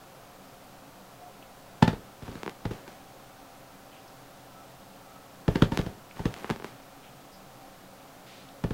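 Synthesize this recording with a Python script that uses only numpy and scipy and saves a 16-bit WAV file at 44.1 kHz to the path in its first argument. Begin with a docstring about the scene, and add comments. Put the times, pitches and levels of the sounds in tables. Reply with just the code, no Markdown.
"""A quiet room, where a hare boxes small toy balls on a blanket-covered sofa.
Its forepaws thump the cushion, knock the hollow balls and scuff the cloth in quick bursts, and its
weight rocks the sofa. Sliding paws rustle the blanket, claws pluck the weave, and fur brushes as
the hare rears. Faint high ticks, short chirps and brief wavering tones come and go.
Room hum and microphone hiss lie underneath."""
import sys
import numpy as np
from scipy import signal
from scipy.fft import rfft, irfft, next_fast_len
from scipy.io import wavfile

SR = 44100
rng = np.random.default_rng(int(sys.argv[2]) if len(sys.argv) > 2 else 0)


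def dump_mix(stems):
    """Bounce the given channels to the path in sys.argv[1] as a 16-bit WAV at rate SR."""
    frames = np.atleast_2d(stems).T  # one column per channel
    limited = np.clip(frames, -1, 1)  # hard clip at full scale
    pcm = np.round(limited * 32767).astype(np.int16)
    wavfile.write(sys.argv[1], SR, pcm)


N = 384993
TIME = np.arange(N) / SR
HIT_TIME = TIME[:SR // 3]


def from_db(db):
    """Decibels to gain."""
    return 10 ** (np.asarray(db) / 20)


def rms_one(x):
    """Scale to an rms of 1."""
    return x / np.sqrt(np.mean(x ** 2) + 1e-20)


def add(out, start_s, sound):
    """Mix a sound in at start_s."""
    i = max(0, int(start_s * SR))
    out[i:i + len(sound)] += sound[:max(0, N - i)]


def butter(x, hz, kind, order=2):
    """Causal low-pass or high-pass."""
    return signal.sosfilt(signal.butter(order, min(hz, .45 * SR), kind, fs=SR, output="sos"), x)


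def colour(x, spectrum, resonances=()):
    """Filter by a spectrum and optional resonances; white noise keeps its power."""
    size = next_fast_len(len(x), True)
    hz = np.maximum(np.fft.rfftfreq(size, 1 / SR), 1)
    points = np.array(spectrum)
    db = np.interp(np.log(hz), np.log(points[:, 0]), points[:, 1])
    for centre_hz, width_hz, lift_db in resonances:
        db = db + lift_db / (1 + (2 * (hz - centre_hz) / width_hz) ** 2)
    return irfft(rfft(x, size) * rms_one(from_db(db)), size)[:len(x)]


# Each row: frequency in Hz, relative density in dB.
ROOM_SPECTRUM = [(20, -2), (50, -9), (85, -9.5), (125, -3.5), (225, -7.5), (340, -7.5), (520, -8),
                 (850, -7.5), (1300, -10), (1900, -16), (4000, -19.5), (7000, -23), (10000, -25.5),
                 (15500, -24.5)]
# Each row: centre in Hz, width in Hz, lift in dB.
HUM_RESONANCES = [(129.4, 16, 6), (192, 12.6, 10.5), (274.3, 22, 10), (388, 36, -1), (543, 60, 7.5),
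                  (705, 96, 6), (775.3, 17.7, 9.5), (1320, 80, 2.5)]


def room_tone(level_db=-50):
    """Steady hiss with the resonant hum of the room."""
    return from_db(level_db) * colour(rng.standard_normal(N), ROOM_SPECTRUM, HUM_RESONANCES)


# Each row: peak time in seconds, level in dB, pitch in Hz, half-width in seconds.
FAINT_TONES = [(1.254, -45.5, 720, 0.047), (4.586, -55.5, 1316, 0.077), (5.173, -57.5, 1297, 0.094)]


def faint_tones():
    """Faint, brief wavering tones come and go."""
    waver = 1 + .4 * rms_one(butter(rng.standard_normal(N), 25, "low"))
    tones = np.zeros(N)
    for peak_s, db, hz, half_width_s in FAINT_TONES:
        envelope = np.exp(-((TIME - peak_s) / half_width_s) ** 2)
        tones += from_db(db) * envelope * np.sin(2 * np.pi * hz * TIME)
    return waver * tones


# Each row: start in seconds, level in dB, pitch in Hz, time to peak in seconds.
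FAINT_TICKS = [(1.424, -49, 2770, 0.0034), (3.91, -57, 2810, .03), (4.078, -51, 5280, .003),
               (6.109, -38.5, 2400, 0.0015), (7.018, -55, 2670, 0.027), (7.317, -58, 5040, 0.02),
               (8.423, -50, 4240, 0.0017), (8.4866, -41, 3540, 0.0015)]


def faint_ticks():
    """Faint high ticks and short chirps, each a noise burst around one pitch."""
    out = np.zeros(N)
    for start_s, db, hz, rise_s in FAINT_TICKS:
        envelope = HIT_TIME / rise_s * np.exp(1 - HIT_TIME / rise_s)
        grit = rms_one(butter(rng.standard_normal(len(HIT_TIME)), 500, "low"))
        add(out, start_s, from_db(db) * envelope * grit * np.sin(2 * np.pi * hz * HIT_TIME))
    return out


def press(contact_ms):
    """Air pulse of a soft push: the cloth dips, rebounds hard and swings back once."""
    cycles = HIT_TIME * 1000 / contact_ms
    return -np.sin(2 * np.pi * cycles) * np.exp(-((cycles - .9) / .65) ** 2)


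def ring(modes):
    """Decaying modes; every blow lands elsewhere, so level and pitch vary a little."""
    out = np.zeros(len(HIT_TIME))
    for hz, db, t60_s in modes:
        offset_db, detune = rng.normal(0, [2, .025])
        envelope = from_db(db + offset_db - 60 * HIT_TIME / t60_s)
        out += envelope * np.sin(2 * np.pi * hz * (1 + detune) * HIT_TIME)
    return out


def fibres(per_s, spread_db):
    """Dense, uneven clicks as threads slip past fur and claws; rms 1."""
    sizes = from_db(spread_db * np.minimum(rng.exponential(1, N), 4))
    return rms_one(rng.standard_normal(N) * sizes * (rng.random(N) < per_s / SR))


# Each row: start in seconds, thump in dB, ball knock in dB re thump, contact in ms, body weight in dB.
PAW_BLOWS = [(1.825, -4, -7, 5.4, -9), (1.878, -11.5, -11, 5.4, -15.5), (1.93, -26, -11, 3.45, -18),
             (2.223, -34.5, -22, 5.6, -25.5), (2.28, -34, -0.5, 5.5, -22.5), (2.315, -35, -19, 4.2, -30),
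             (2.354, -32.5, -20, 4.6, -29), (2.653, -20.5, -9.5, 4.3, -15.5),
             (2.71, -26.5, -16, 3.4, -19.5), (5.48, -13.5, -12, 4.2, -3.5), (5.556, -13.5, -10, 4.1, -13),
             (5.621, -4.5, -21.5, 4.5, -4.5), (5.72, -20, -6, 5.0, -13.5), (5.789, -16, -20, 4.2, -9.5),
             (5.863, -25.5, -12, 4.16, -18), (6.193, -29.5, -3, 5.3, -17.5),
             (6.255, -14.5, -20.5, 4.4, -10.5), (6.505, -20.5, -16, 5, -20), (8.639, -18.5, -9.5, 4.9, -11),
             (8.707, -21.5, -18, 3, -13.5)]
# Cushion with frame, and hollow ball. Each row: frequency in Hz, level in dB, T60 in seconds.
SOFA_MODES = [(38, -20, 0.25), (67, -16, 0.17), (107.8, -7, 0.16), (138, -10.5, 0.12), (165, -32, 0.041),
              (192, -2.5, 0.058), (292, -13, 0.045), (417, -8, 0.054), (467, -9, 0.024),
              (494, -23.5, 0.072)]
BALL_MODES = [(430, -2, .03), (780, -5, .02), (880, 1, .034), (960, -7, .02), (1160, -6, .022),
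              (1480, -11, .02), (1732, -7, .025), (2725, -16, .02), (3070, -15, .015)]
# Cloth scuff and stuffing rumble. Each row: frequency in Hz, relative density in dB.
SCUFF_SPECTRUM = [(60, -11), (250, 9), (500, 9), (800, 0.5), (1200, 4.5), (1800, 3.5), (2300, -3),
                  (3100, -2), (4500, -8), (6500, -15.5), (10000, -24.5), (16000, -31)]
RUMBLE_SPECTRUM = [(15, -18), (38, -6), (70, -7), (110, 0), (200, 0), (400, -3), (700, -14), (2000, -45)]


def paws():
    """Each blow rings the cushion, knocks a ball and scuffs the cloth; the sofa rocks and settles."""
    ring_db, rock_db, settle_db = -9.5, -30, -30.5  # re body weight
    rock_ms, settle_s = 17.3, .071
    graze_db, graze_s = -13, .0039  # fur grazes the cloth just before the paw lands
    thumps, scuffing, settling = np.zeros((3, N))
    fur_softening = 1 - np.exp(-HIT_TIME / .0007)
    cloth_tail = from_db(-10) * np.exp(-HIT_TIME / .019)
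    scrape = (1 - np.exp(-HIT_TIME / .0015)) * (np.exp(-(HIT_TIME / .0032) ** 2) + cloth_tail)
    graze = from_db(graze_db) * np.sin(np.pi / 2 * np.minimum(HIT_TIME / graze_s, 2))
    for start_s, thump_db, knock_db, contact_ms, weight_db in PAW_BLOWS:
        rebound_s = start_s + 1.9 * contact_ms / 1000
        add(thumps, start_s, from_db(thump_db) * press(contact_ms))
        add(thumps, rebound_s, from_db(weight_db + ring_db) * ring(SOFA_MODES))
        add(thumps, start_s, from_db(thump_db + knock_db) * fur_softening * ring(BALL_MODES))
        add(thumps, start_s, from_db(weight_db + rock_db) * press(rock_ms))
        add(settling, start_s, from_db(weight_db + settle_db) * np.exp(-HIT_TIME / settle_s))
        # a harder blow scuffs more, a planted paw slips less
        scuff_gain = from_db(-15 + 1.17 * thump_db - .46 * weight_db)
        add(scuffing, start_s, scuff_gain * scrape)
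        add(scuffing, start_s - graze_s, scuff_gain * graze)
    thumps = butter(thumps, 29, "high")  # the thumps carry little deep bass
    scuffs = colour(scuffing * fibres(per_s=20000, spread_db=1.5), SCUFF_SPECTRUM)
    rumble = settling * colour(rng.standard_normal(N), RUMBLE_SPECTRUM)
    return thumps + scuffs + rumble


def stroke(start_s, length_s, attack_s=.004, release_s=.08):
    """Envelope of a slide: it builds, holds and dies away after length_s."""
    elapsed_s = np.maximum(TIME - start_s, 0)
    attack = 1 - np.exp(-elapsed_s / attack_s)
    return attack * np.exp(-np.maximum(elapsed_s - length_s, 0) / release_s)


# Each row: start in seconds, length in seconds, rustle in dB.
PAW_SLIDES = [(1.895, 0.063, -59), (2.218, 0.17, -53), (2.708, 0.025, -48.5), (2.86, 0.05, -55.5),
              (5.5, 0.12, -49.5), (5.712, 0.087, -46.5), (6.152, 0.17, -51), (6.365, 0.15, -51),
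              (6.637, 0.031, -51.5)]
# Each row: frequency in Hz, relative density in dB.
RUSTLE_SPECTRUM = [(200, -11), (500, 4), (1000, 3), (2000, -2), (3500, -7), (6000, -12.5), (10000, -19),
                   (16000, -21)]


def blanket(rumble_db=-5):
    """Sliding paws rustle the weave and shake the cushion below."""
    sliding = sum(from_db(db) * stroke(start_s, length_s) for start_s, length_s, db in PAW_SLIDES)
    rustle = colour(sliding * fibres(per_s=6000, spread_db=2), RUSTLE_SPECTRUM)
    rumble = sliding * colour(rng.standard_normal(N), RUMBLE_SPECTRUM)
    return rustle + from_db(rumble_db) * rumble


def snags(per_s=10, mean_db=-36.5, spread_db=2, crack_db=-14, tries=8):
    """Small chance plucks while a paw slides, as rows like those of CLAW_PLUCKS."""
    rows = []
    for start_s, length_s, _ in PAW_SLIDES:
        draws = rng.random((tries, 2))
        levels_db = rng.normal(mean_db, spread_db, tries)
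        for (fraction, luck), db in zip(draws, levels_db):
            if luck < per_s * length_s / tries:
                rows.append((start_s + fraction * length_s, db, crack_db))
    return rows


# Each row: start in seconds, pluck in dB, crack in dB re pluck.
CLAW_PLUCKS = [(2.3545, -37, -6), (2.4328, -20, -2), (2.463, -21, -6), (2.4784, -18, -22),
               (2.4955, -28.5, 3.5), (2.8792, -31, 0), (5.7744, -14, 3), (5.8144, -28.5, 1.5),
               (6.341, -36.5, 15), (6.3645, -31, -1), (6.445, -19, -17), (6.495, -23, -14),
               (6.501, -13, -5), (6.51, -17.5, -4), (6.5614, -26, -4), (6.5996, -28.5, -8),
               (6.6233, -29, -22), (6.645, -20, -5)]
# Taut blanket. Each row: frequency in Hz, level in dB, T60 in seconds.
TWANG_MODES = [(215, -13, 0.093), (373, 3.5, 0.011), (860, -16, 0.0034)]


def claws(twang_db=-6.5, twang_lag_s=.00176):
    """A thread cracks off a claw, the weave flicks back and the taut cloth twangs."""
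    out = np.zeros(N)
    crack = butter(np.exp(-HIT_TIME / .00015), 3500, "low", order=1)
    crack = butter(crack, 1660, "high")
    flick = butter(np.exp(-HIT_TIME / .00074), 2340, "low")
    flick = butter(flick, 650, "high")
    for start_s, pluck_db, crack_db in CLAW_PLUCKS + snags():
        pluck = flick / flick.max() + from_db(crack_db) * crack / crack.max()
        twang = butter(ring(TWANG_MODES), 129, "high")  # the twang carries no bass
        add(out, start_s, from_db(pluck_db) * pluck)
        add(out, start_s + twang_lag_s, from_db(pluck_db + twang_db) * twang)
    return out


# Each row: frequency in Hz, relative density in dB.
FUR_SPECTRUM = [(1000, -16), (2200, -1), (3800, -3), (5200, -8), (8000, -18), (16000, -30)]


def fur(level_db=-55):
    """Fur brushes softly as the hare rears up."""
    rearing = stroke(start_s=8.26, length_s=.12)
    return from_db(level_db) * rearing * colour(rng.standard_normal(N), FUR_SPECTRUM)


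def room(x, t60_s=.13, wet_db=-10.5, first_echo_s=.0093, wall_cut_hz=7400):
    """Add the short, dull reverberation of a small furnished room."""
    decay = from_db(-60 * HIT_TIME / t60_s) * (HIT_TIME > first_echo_s)
    tail = rng.standard_normal(len(HIT_TIME)) * decay
    tail /= np.sqrt(np.sum(tail ** 2))
    tail = butter(tail, wall_cut_hz, "low", order=1)
    tail = butter(tail, 136, "high")
    return x + from_db(wet_db) * signal.fftconvolve(x, tail)[:N]


def scene():
    """The hare at play, with faint ticks and tones, over the room tone; mono."""
    hare = paws() + claws() + blanket() + fur()
    return (room(hare + faint_ticks()) + faint_tones() + room_tone())[None]


def record(dry):
    """A steep low-pass cuts the top treble."""
    cutoff_hz = 15750
    return signal.sosfilt(signal.ellip(10, .1, 70, cutoff_hz, fs=SR, output="sos"), dry)


dry = scene()
out = record(dry)
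dump_mix(out)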